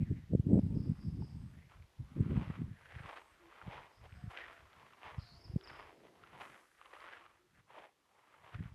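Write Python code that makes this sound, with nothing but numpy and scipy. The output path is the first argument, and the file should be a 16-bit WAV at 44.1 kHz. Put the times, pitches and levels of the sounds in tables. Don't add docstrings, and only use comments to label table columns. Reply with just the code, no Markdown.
import sys
import numpy as np
from scipy import signal
from scipy.fft import next_fast_len
from scipy.io import wavfile
from scipy.ndimage import uniform_filter1d

SR = 44100
rng = np.random.default_rng(int(sys.argv[2]) if len(sys.argv) > 2 else 0)


def log_audio(samples):
    frames = np.atleast_2d(samples).T
    limited = np.clip(frames, -1, 1)
    pcm = np.round(limited * 32767).astype(np.int16)
    wavfile.write(sys.argv[1], SR, pcm)


def boost_factor(decibels):
    exponent = np.asarray(decibels, float) / 20
    return 10 ** exponent


N = 385434
TIME = np.arange(N) / SR

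# frequency in Hz, relative strength in dB per Hz.
HUSH_COLOUR = [(20, -28.5), (50, -4), (130, 1), (400, 3), (1000, -3.5), (2000, -4.5), (3200, -6),
               (4000, -8), (6300, -13.5), (10000, -26), (13000, -14)]
# time in seconds, change in dB.
HUSH_LEVEL_CHANGE = [(0, 2), (2, 0), (5.3, 1.5), (6.3, 0.5), (6.75, -3), (7.5, -4.5), (8.05, -4),
                     (8.74, -1)]
# start in seconds, end in seconds, pitch in Hz, width of each of two
# resonances in Hz, middle level in dB.
INSECT_WHIRS = [(.55, 1.6, 8300, 400, -91), (2.95, 3.4, 8200, 300, -91), (3.9, 4.3, 8200, 300, -92),
                (.2, 3.3, 10400, 700, -94), (4.3, 7.3, 10200, 700, -94)]
# time in seconds, pitch in Hz, level in dB.
LOW_DRONE = [(5.3, 340, -88), (5.43, 338, -69), (5.6, 361, -69), (5.95, 360, -67), (6.2, 350, -71),
             (6.55, 319, -71), (6.7, 320, -88)]
# start in seconds, length in seconds, first pitch in Hz,
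# last pitch in Hz, level in dB between the fades.
SOFT_HOOTS = [(.68, 0.198, 895.5, 914.6, -76), (3.378, .14, 350.1, 329.7, -68.5),
              (4.155, .26, 726.7, 702, -72.5), (4.421, 0.2397, 686.7, 664, -67),
              (5.083, 0.514, 724.3, 668, -79.5), (5.396, 0.375, 344.4, 408, -70.5),
              (6.101, 0.252, 724.6, 670.7, -78), (7.167, 0.116, 340, 342.3, -74),
              (7.382, 0.104, 352.6, 349.3, -73.5)]
# time in seconds, pitch in Hz, level in dB.
FAR_WHISTLE = [(5.19, 4500, -71.5), (5.23, 4250, -69.5), (5.29, 4370, -66.5), (5.34, 4350, -67),
               (5.37, 4770, -66), (5.42, 4900, -75.5)]
# start in seconds, direct level in dB, echo level in dB before a 2.5 dB lift.
FALLING_CHIRPS = [(.56, -100.5, -75), (0.744, -75, -68.5), (.785, -88, -70), (.975, -77, -67.5),
                  (1.012, -83.5, -70.5), (1.2, -72.5, -67), (1.24, -83, -74.5), (3.92, -81, -74),
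                  (4.12, -91.5, -75), (5.169, -80.5, -67), (5.212, -70, -80), (5.405, -67, -65),
                  (5.44, -60.5, -72.5), (5.595, -76.5, -82.5), (5.632, -61.5, -66.5), (5.669, -59.5, -69)]
# start in seconds, peak level in dB before a 1.8 dB cut, pitch in Hz,
# upper tone in dB relative to the lower before a 3 dB lift, seconds for the lower tone to fade by 60 dB.
TWIG_SNAPS = [(1.222, -44, 874.8, -10.5, 0.0267), (1.698, -51.5, 856.7, 7, 0.0076),
              (1.719, -45, 927, -1.5, 0.0082), (1.824, -51, 2290, -14.5, 0.0092),
              (2.247, -45, 1137, -22.5, 0.0128), (2.811, -47, 1260, -16.5, 0.0077),
              (2.856, -49.5, 1544, -12, 0.012), (2.986, -41.5, 1679, -8.5, 0.0114),
              (3.158, -41, 1150, -5, 0.0099), (3.526, -39.5, 1126, -28.5, 0.0093),
              (3.585, -43.5, 1350, -22, 0.0123), (3.615, -35, 1410, -34.5, 0.0083),
              (3.698, -51.5, 816, -16.5, 0.00677), (3.733, -38, 909.5, -27.5, 0.0144),
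              (3.78, -40.5, 1420, -19, 0.013), (4.125, -44, 2455, -20, 0.00595),
              (4.302, -46.5, 1326, -2.5, 0.0078), (4.314, -51, 1300, -14, 0.00919),
              (4.335, -38.5, 713, -1, 0.0115), (4.374, -36.5, 1012, 13.5, 0.0079),
              (4.731, -45, 1304, -0.5, 0.0081), (4.798, -44, 1050, 0.5, 0.00593),
              (4.83, -45, 997, -11.5, 0.0164), (4.883, -60.5, 1030, -10.5, 0.009),
              (4.935, -43.5, 1100, 1, 0.0088), (5.011, -54.5, 937, -14, 0.0089),
              (5.032, -37.5, 915, 3.5, 0.0079), (5.058, -39.5, 1068, -4.5, 0.0143),
              (5.611, -45, 1480, 4, 0.0058), (5.642, -54, 1270, -3.5, 0.0057),
              (5.674, -40, 1053, 2.5, 0.0108), (5.701, -41.5, 2240, -11, 0.0079),
              (6.051, -46.5, 564, -22, 0.015), (6.237, -42.5, 1367, 0.5, 0.0164),
              (6.273, -45.5, 1140, 2.5, 0.0067), (6.333, -46, 960, -0.5, 0.0068),
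              (6.359, -42, 920, -9, 0.00603), (6.638, -56.5, 1160, -7, 0.00876),
              (6.795, -55, 1270, -8, 0.0138), (6.814, -39, 1150, -1, 0.0139),
              (6.858, -44, 1086, 4.5, 0.0123), (6.93, -42, 1130, -18.5, 0.0165),
              (6.954, -41.5, 1296, -1.5, 0.0065), (7.005, -43.5, 1900, -4.5, 0.0048),
              (7.06, -45.5, 1200, -4, 0.005), (7.108, -49.5, 1200, -4, 0.0052),
              (7.126, -40.5, 1200, -1.5, 0.005), (7.263, -40.5, 1220, -1, 0.0081),
              (7.704, -43, 982, -26, 0.0105), (7.753, -43.5, 1091, -17.5, 0.016),
              (7.78, -40.5, 974, -21, 0.032), (7.841, -36, 857, -24.5, 0.0093),
              (8.187, -52, 824, -25.5, 0.0082), (8.341, -48.5, 1240, -22.5, 0.0125),
              (8.534, -43.5, 1130, -26, 0.012)]
# frequency in Hz, relative strength in dB per Hz.
GROUND_COLOUR = [(120, -39.5), (200, -20), (330, -6.5), (540, -4), (960, -5.5), (1460, -7.5), (2020, -4),
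                 (3200, -10.5), (4200, -21.5), (6000, -28.5), (13000, -55.5)]
# peak time in seconds, peak level in dB, seconds to rise 20 dB,
# seconds to fall 20 dB (signs ignored), middle pitch in Hz of the hollow under the sole.
SOLE_SCUFFS = [(.04, -68, .5, .3, 1950), (.17, -70, 0.03, .15, 1850), (.6, -70.5, 0.34, 0.38, 705.6),
               (.85, -74, 0.21, .3, 1500), (.98, -71, 0.2218, 0.17, 1196), (1.3, -73, -0.97, 0.64, 845),
               (1.6, -71, 0.24, .2, 1900), (1.719, -64, -0.0425, 0.1254, 1290),
               (1.83, -77, 0.1194, 0.02, 1710), (2.26, -64, 0.373, 0.64, 1018),
               (2.4, -53, 0.18, 0.22, 1023), (2.54, -57, 0.1344, 0.12, 1254),
               (2.95, -57.5, 0.3033, 0.4, 1340), (3.1, -50, 0.137, 0.117, 972),
               (3.159, -50, -0.0046, 0.076, 1220), (3.3, -70, 0.31, 0.13, 1000),
               (3.6, -60.5, 0.38, 0.2948, 1157), (3.741, -50.5, 0.1467, 0.1978, 878),
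               (4.055, -59.5, 0.0662, -0.05, 478.4), (4.15, -67, 0.35, 0.94, 1520),
               (4.31, -54.5, 0.014, 0.0849, 1090), (4.385, -49.5, 0.091, 0.2765, 1275),
               (4.8, -63.5, 0.28, 0.75, 1210), (5.06, -50.5, 0.0646, 0.1922, 1036),
               (5.3, -77, -0.4, 0.95, 950), (5.5, -72, -0.69, -0.27, 800),
               (5.701, -55.5, 0.0967, 0.16, 1096), (5.8, -54, 0.1614, 0.1246, 1112),
               (5.89, -60.5, 0.14, 0.06, 1210), (5.93, -66.5, 0.29, 0.0951, 420),
               (6.07, -63.5, 0.16, 0.06, 500), (6.16, -71, -0.1, -0.12, 420),
               (6.27, -65.5, -0.24, 0.16, 1107), (6.36, -56, 0.0835, 0.0632, 1014),
               (6.409, -47.5, 0.02, 0.09, 1068), (6.47, -62.5, 0.2243, 0.0974, 450),
               (6.55, -60, 0.29, .16, 1300), (6.85, -65, 0.1655, 0.36, 1268),
               (6.936, -51, 0.0053, .04, 910), (7.05, -55, 0.2176, 0.2379, 1106),
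               (7.15, -55.5, 0.2156, 0.0553, 1587), (7.22, -62, 0.4435, 0.1352, 1534),
               (7.36, -72.5, 1.42, 0.13, 1200), (7.6, -69, .15, 0.03, 1300),
               (7.71, -61.5, 0.0338, 0.14, 1000), (7.78, -54.5, 0.09, 0.09, 970),
               (7.84, -57.5, 0.074, 0.0729, 1024), (8.19, -70, 0.24, 1.43, 1102),
               (8.35, -67, 0.1274, 0.15, 1090), (8.46, -59.5, 0.07, 0.2, 1093),
               (8.545, -55, 0.0453, 0.0448, 1150), (8.66, -62.5, 0.2436, 0.09, 1254)]
# peak time in seconds, peak level in dB,
# seconds to rise 20 dB, seconds to fall 20 dB (signs ignored).
SAND_SPRAYS = [(3.11, -88.5, 0.34, -0.49), (4.31, -80, -0.03, -0.05), (4.38, -86, -0.01, 0.02),
               (4.53, -86, 0.02, 0.06), (6.412, -77, -0.0448, -0.4948), (7.03, -86, -0.47, 0.06)]
# peak time in seconds, peak level in dB before a 1 dB cut, seconds to
# rise 20 dB, seconds to fall 20 dB (signs ignored), eddy pitch in Hz before the gust's strength shifts it.
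WIND_GUSTS = [(.025, -32, .08, .03, 140), (.12, -32, .045, 0.061, 126.9), (.165, -42, -0.29, .06, 125.1),
              (.24, -55, 0.38, 0.2, 110.1), (.338, -21, 0.0279, 0.0169, 156), (.4, -36, 0.08, 0.02, 120.2),
              (.47, -32, 0.0119, 0.0165, 155), (.542, -23, 0.0862, 0.0578, 167.7),
              (.59, -25, 0.0512, -0.0035, 172), (.65, -34, 0.1, 0.07, 125),
              (.765, -32, 0.1272, 0.0911, 141.5), (.904, -34, 0.1158, 0.0364, 156.2),
              (1.082, -36.5, 0.16, 0.0948, 123), (1.212, -38, 0.1435, 0.097, 139.4),
              (1.368, -44.5, 0.1365, 0.31, 121.9), (1.524, -51.5, 0.05, 0.16, 132),
              (1.768, -50.5, 0.02, 0.11, 96), (2.005, -39, 0.03, 0.0743, 101.9),
              (2.12, -47.5, 0.0272, 0.0323, 140.3), (2.17, -35, 0.0139, 0.0582, 164),
              (2.204, -31.5, 0.0465, 0.0585, 133.4), (2.265, -36.5, 0.03, 0.03, 155.3),
              (2.316, -32, 0.0452, 0.0842, 163.7), (2.372, -35, 0.1058, 0.0736, 128.1),
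              (2.42, -37.5, 0.06, 0.0246, 139.5), (2.506, -41, 0.1118, 0.04, 136),
              (2.63, -40.5, 0.1078, 0.0813, 139.8), (2.72, -47.5, 0.22, 0.0586, 120.1),
              (2.83, -62.5, 0.43, -0.17, 105), (2.964, -56, 0.11, 0.08, 106),
              (3.07, -54.5, 0.22, -0.0252, 105), (3.25, -73.5, -3.33, -0.84, 87.1),
              (3.48, -73.5, -0.26, 0.1, 120.1), (3.64, -60, 0.03, 0.06, 115),
              (3.68, -45.5, 0.0444, 0.0314, 115), (3.8, -56.5, 0.1257, .08, 119),
              (4.02, -56.5, 0.0648, 0.2358, 98.8), (4.13, -50.5, -0.0168, 0.1624, 105.9),
              (4.26, -48, 0.0945, 0.0518, 118), (4.5, -61, 0.16, 0.06, 86.13),
              (4.64, -63, 0.1253, .1, 95.1), (4.79, -68, 0.077, -0.29, 160), (5.065, -55, .02, .03, 106),
              (5.12, -57, 0.02, 0.1043, 100.9), (5.185, -50, .02, .03, 108),
              (5.23, -54.5, 0.0452, 0.06, 104.9), (5.34, -55, 0.0634, 0.08, 114),
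              (5.49, -48.5, 0.06, 0.04, 106.2), (5.545, -45.5, -0.0183, 0.035, 130.2),
              (5.72, -61.5, .15, 0.1349, 110.6), (5.86, -63.5, 0.42, 0.09, 89.4),
              (6.05, -67.5, 0.12, 0.1447, 215.5), (6.24, -72, -0.3, 0.17, 159.8),
              (6.38, -63, 0.14, 0.1277, 150), (6.5, -70.5, 0.32, 0.11, 199.7), (6.88, -80, 0.44, 0.6, 82),
              (7.04, -74, 0.24, 0.24, 109.9), (7.2, -78.5, 0.28, 0.57, 109.8),
              (7.59, -69, 0.2, 0.11, 154.2), (7.8, -78, 0.47, 0.11, 200.3), (8.45, -71.5, 0.19, 0.1, 147.6),
              (8.545, -49, 0.026, -0.45, 95), (8.61, -44, 0.0637, 0.09, 131),
              (8.64, -57.5, 0.05, -0.35, 90.1), (8.69, -57.5, 0.0724, 0.45, 89.9)]
# peak time in seconds, level in dB before a 2 dB lift, pitch in Hz,
# sharp edge in dB relative to the push.
SINGLE_EDDIES = [(0.03, -24, 148, -24), (0.126, -26.5, 146.3, -28), (0.24, -45.5, 118.3, -21),
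                 (0.325, -28.5, 150, -28.5), (0.337, -23, 174, -8.5), (0.353, -20.5, 151.5, -3),
                 (0.399, -22.5, 130, -17.5), (0.469, -22.5, 191.5, -31), (0.533, -17, 203, -17.5),
                 (0.558, -20, 190.8, -13), (0.579, -20.5, 211.3, -14), (0.594, -21.5, 219.4, -13.5),
                 (0.636, -27.5, 139.6, -32.5), (0.667, -28, 169.5, -25), (0.744, -29, 164, -39.5),
                 (0.773, -27.5, 237, -41), (0.805, -29, 131.7, -34), (0.898, -23.5, 159, -37.5),
                 (0.918, -28, 186, -45), (1.085, -29.5, 140.2, -28.5), (1.213, -29, 156.2, -37.5),
                 (1.37, -36.5, 134.2, -41.5), (1.439, -40.5, 156.6, -47), (1.463, -40, 135, -36.5),
                 (2.008, -39, 108, -28.5), (2.208, -19, 148.6, -20.5), (2.265, -28.5, 189.6, -24.5),
                 (2.32, -25, 191.6, -20.5), (2.361, -26, 150, -18), (2.377, -22, 162, -24.5),
                 (2.422, -32, 187.4, -29), (2.478, -37.5, 111.6, -15), (2.503, -31, 161.4, -16.5),
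                 (2.619, -30, 225, -43), (2.644, -35, 119.9, -33), (2.715, -38, 139.5, -24.5),
                 (2.965, -40, 105.7, -30), (3.007, -43, 128.5, -22.5), (3.055, -47.5, 119, -13.5),
                 (3.682, -36.5, 131, -16.5), (4.129, -45.5, 113, -32.5), (4.242, -37, 144.5, -35),
                 (4.279, -38, 111.6, -33.5), (5.186, -32, 113.8, -26), (5.5, -39.5, 109, -26.5),
                 (5.541, -35, 110, -29.5), (5.563, -23.5, 164.2, -15.5), (8.557, -39, 101.6, -25.5),
                 (8.596, -39.5, 119, -26.5), (8.608, -33.5, 150, -20.5)]


def read(points, hz):
    f, value = np.transpose(points)
    return np.interp(np.log(hz + 1), np.log(f + 1), value)


def curve(rows):
    s, *columns = np.transpose(rows)
    return [np.interp(TIME, s, column) for column in columns]


def evened(x):
    return x / np.sqrt(np.mean(x ** 2) + 1e-20)


def add(mix, s, sound):
    part = mix[round(s * SR):][:len(sound)]
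    part += sound[:len(part)]


def resonate(x, hz, width_hz):
    turn = np.exp(2j * np.pi * np.cumsum(hz * np.ones(len(x))) / SR)
    r = np.exp(-np.pi * width_hz / SR)
    return 2 * (turn * signal.lfilter([1 - r], [1, -r], x / turn)).real


def colour(x, points):
    gain_db = read(points, abs(np.fft.fftfreq(4096, 1 / SR)))
    log_gain = np.log(boost_factor(np.maximum(gain_db, -100)))
    taps = np.fft.ifft(np.exp(np.conj(signal.hilbert(log_gain)))).real[:2048]
    return signal.oaconvolve(x, taps)[:len(x)]


def lumps(per_s):
    size = round(SR / per_s)
    return evened(uniform_filter1d(uniform_filter1d(rng.standard_normal(N), size), size))


def swells(rows, floor_db):
    roundness = 1.172
    t = np.arange(0, N / SR + .002, .002)
    s, db, rise_s, fall_s = np.transpose(rows)[:4, :, None]
    distance = np.where(t < s, (s - t) / abs(rise_s), (t - s) / abs(fall_s))
    power = boost_factor(db - 20 * distance ** roundness) ** 2
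    total = power.sum(0) + boost_factor(floor_db) ** 2
    return t, 10 * np.log10(total), power / power.sum(0)


def fuzzy_tone(rows, width_hz):
    hz, db = curve(rows)
    tone = resonate(resonate(rng.standard_normal(N), hz, width_hz), hz, width_hz)
    return evened(tone) * boost_factor(db) * (TIME > rows[0][0]) * (TIME < rows[-1][0])


def field_hush():
    hush = evened(colour(rng.standard_normal(N), HUSH_COLOUR))
    change_db = curve(HUSH_LEVEL_CHANGE)[0]
    return boost_factor(-74.5) * hush * boost_factor(0.53 * lumps(per_s=2.1) + change_db)


def insects():
    out = np.zeros(N)
    for start, end, hz, width_hz, db in INSECT_WHIRS:
        count = round((end - start) * SR)
        whir = evened(resonate(resonate(rng.standard_normal(count), hz, width_hz), hz, width_hz))
        level = boost_factor(db + 3.5 * lumps(per_s=4)[:count])
        add(out, start, level * whir * signal.windows.tukey(count, .3))
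    return out


def drone():
    return fuzzy_tone(LOW_DRONE, width_hz=231)


def hoot(start, length, first_hz, last_hz, db):
    along = np.array([0, .2, .8, 1])
    hz = first_hz + along * (last_hz - first_hz)
    level_db = db - 12 * np.array([1, 0, 0, 1])
    return fuzzy_tone(np.transpose([start + along * length, hz, level_db]), width_hz=15.0)


def whistle():
    return fuzzy_tone(FAR_WHISTLE, width_hz=730)


def chirps():
    length_s, top_hz, bottom_hz = .026, 5650, 4350
    t = np.arange(0, length_s, 1 / SR)
    hz = np.interp(t, [0, length_s], [top_hz, bottom_hz])
    sweep = np.sin(2 * np.pi * np.cumsum(hz) / SR) * np.sin(np.pi * t / length_s) * 2 ** .5
    out = np.zeros(N)
    echo_t = np.arange(SR) / SR
    echo_shape = boost_factor(-60 * echo_t / 0.74) * np.minimum(echo_t / 0.029, 1)
    for s, direct_db, echo_db in FALLING_CHIRPS:
        echo = rng.standard_normal(SR) * echo_shape
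        add(out, s, boost_factor(direct_db) * sweep)
        add(out, s, boost_factor(echo_db + 2.5) * signal.oaconvolve(sweep, echo / np.linalg.norm(echo)))
    return out


def snaps():
    out = np.zeros(N)
    t = np.arange(1500) / SR
    ratios = rng.uniform(1.83, 2.66, len(TWIG_SNAPS))
    for (s, db, hz, upper_db, fade_s), ratio in zip(TWIG_SNAPS, ratios):
        low = boost_factor(-60 * t / max(fade_s, .002)) * np.sin(2 * np.pi * hz * t)
        high = boost_factor(upper_db + 3.0 - 60 * t / 0.00258) * np.sin(2 * np.pi * hz * ratio * t)
        onset = np.minimum(t / 0.00038, 1)
        add(out, s, -boost_factor(db - 1.8) * (low + high) * onset)
    out = signal.sosfilt(signal.butter(2, 600, "highpass", fs=SR, output="sos"), out)
    tail = rng.standard_normal(2000) * boost_factor(-60 * np.arange(2000) / SR / 0.045)
    scatter = signal.oaconvolve(out, tail / np.linalg.norm(tail))[:N]
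    return out + boost_factor(-10.5) * scatter


def feet():
    at, level_db, share = swells(SOLE_SCUFFS, floor_db=-92.5)
    tread_db = np.interp(TIME, at, level_db)
    hollow_hz = np.interp(TIME, at, np.array(SOLE_SCUFFS)[:, 4] @ share)
    grains = boost_factor(5.0 * np.minimum(rng.exponential(1, N), 3.5)) * (rng.random(N) < 900 / SR)
    swish = rng.standard_normal(N)
    rub = (-.7 * evened(grains) + .7 * swish) * boost_factor(1.5 * lumps(per_s=150))
    hollow = resonate(rub, hollow_hz * boost_factor(1.227 * lumps(per_s=14)), 400)
    firm = np.clip((tread_db + 88.5) / 25, .2, 1)
    body = colour(firm * rub + 2.48 * hollow, GROUND_COLOUR)
    body /= np.sqrt(uniform_filter1d(body ** 2, size=2500))
    treble_band = signal.butter(2, (3800, 11500), "bandpass", fs=SR, output="sos")
    fine = evened(signal.sosfilt(treble_band, rub + 2.6 * rng.standard_normal(N)))
    hiss_db = -84 + 0.2568 * (tread_db + 63.5)
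    spray_db = np.interp(TIME, *swells(SAND_SPRAYS, floor_db=-110)[:2])
    return boost_factor(tread_db) * body + (boost_factor(hiss_db) + boost_factor(spray_db)) * fine


def gust_rumble():
    at, level_db, share = swells(WIND_GUSTS, floor_db=-92)
    hz, t, z = signal.stft(rng.standard_normal(N), SR, nperseg=1024, noverlap=768)
    strength = np.interp(t, at, level_db) + 38.5
    pitch_hz = np.interp(t, at, np.array(WIND_GUSTS)[:, 4] @ share)
    centre_hz = np.clip(pitch_hz + 1.0 * strength, 40, 400)
    octaves = np.log2((hz[:, None] + 1) / centre_hz)
    curl = np.clip(7.5 - 0.088 * strength, 3, 15)
    shape = boost_factor(np.where(octaves > 0, -3.0 * octaves - curl * octaves ** 2, 4.7 * octaves))
    shape = shape / np.linalg.norm(shape, axis=0)
    rumble = signal.istft(z * shape, SR, nperseg=1024, noverlap=768)[1][:N]
    gust_db = np.interp(TIME, at, level_db)
    return evened(rumble * boost_factor(2.09 * lumps(per_s=120))) * boost_factor(gust_db - 1.0)


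def wind():
    out = gust_rumble()
    for s, db, pitch_hz, edge_db in SINGLE_EDDIES:
        turns = np.arange(-2, 3, pitch_hz / SR)
        first_s = s + turns[0] / pitch_hz
        bump = np.exp(-(turns / np.where(turns < 0, .5, .75)) ** 2)
        slowed = turns - 0.156 * turns * abs(turns + .5)
        push = -bump * np.cos(2 * np.pi * slowed)
        start = round(first_s * SR)
        out[start:start + len(turns)] *= 1 - 0.578 * np.hanning(len(turns))
        edge = np.exp(-((turns + .25) / 0.24) ** 2) * np.sin(2 * np.pi * 2.342 * turns)
        add(out, first_s, boost_factor(db + 2.0) * (push + boost_factor(edge_db) * edge))
    return out


def scene():
    background = field_hush() + insects() + drone()
    calls = sum(hoot(*row) for row in SOFT_HOOTS) + whistle() + chirps()
    return (background + calls + snaps() + feet() + wind())[None]


def band_limit(x):
    return signal.sosfilt(signal.butter(12, 12800, fs=SR, output="sos"), x)


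def record(dry):
    miked = signal.sosfilt(signal.butter(2, 45, "highpass", fs=SR, output="sos"), dry)
    turn = np.exp(2j * np.pi * 8000 * TIME)
    one_sided = signal.hilbert(miked, next_fast_len(N))[:, :N]
    mirror = boost_factor(-54.0) * (np.conj(one_sided) * turn).real
    return band_limit(miked + mirror)


dry = scene()
out = record(dry)
log_audio(out)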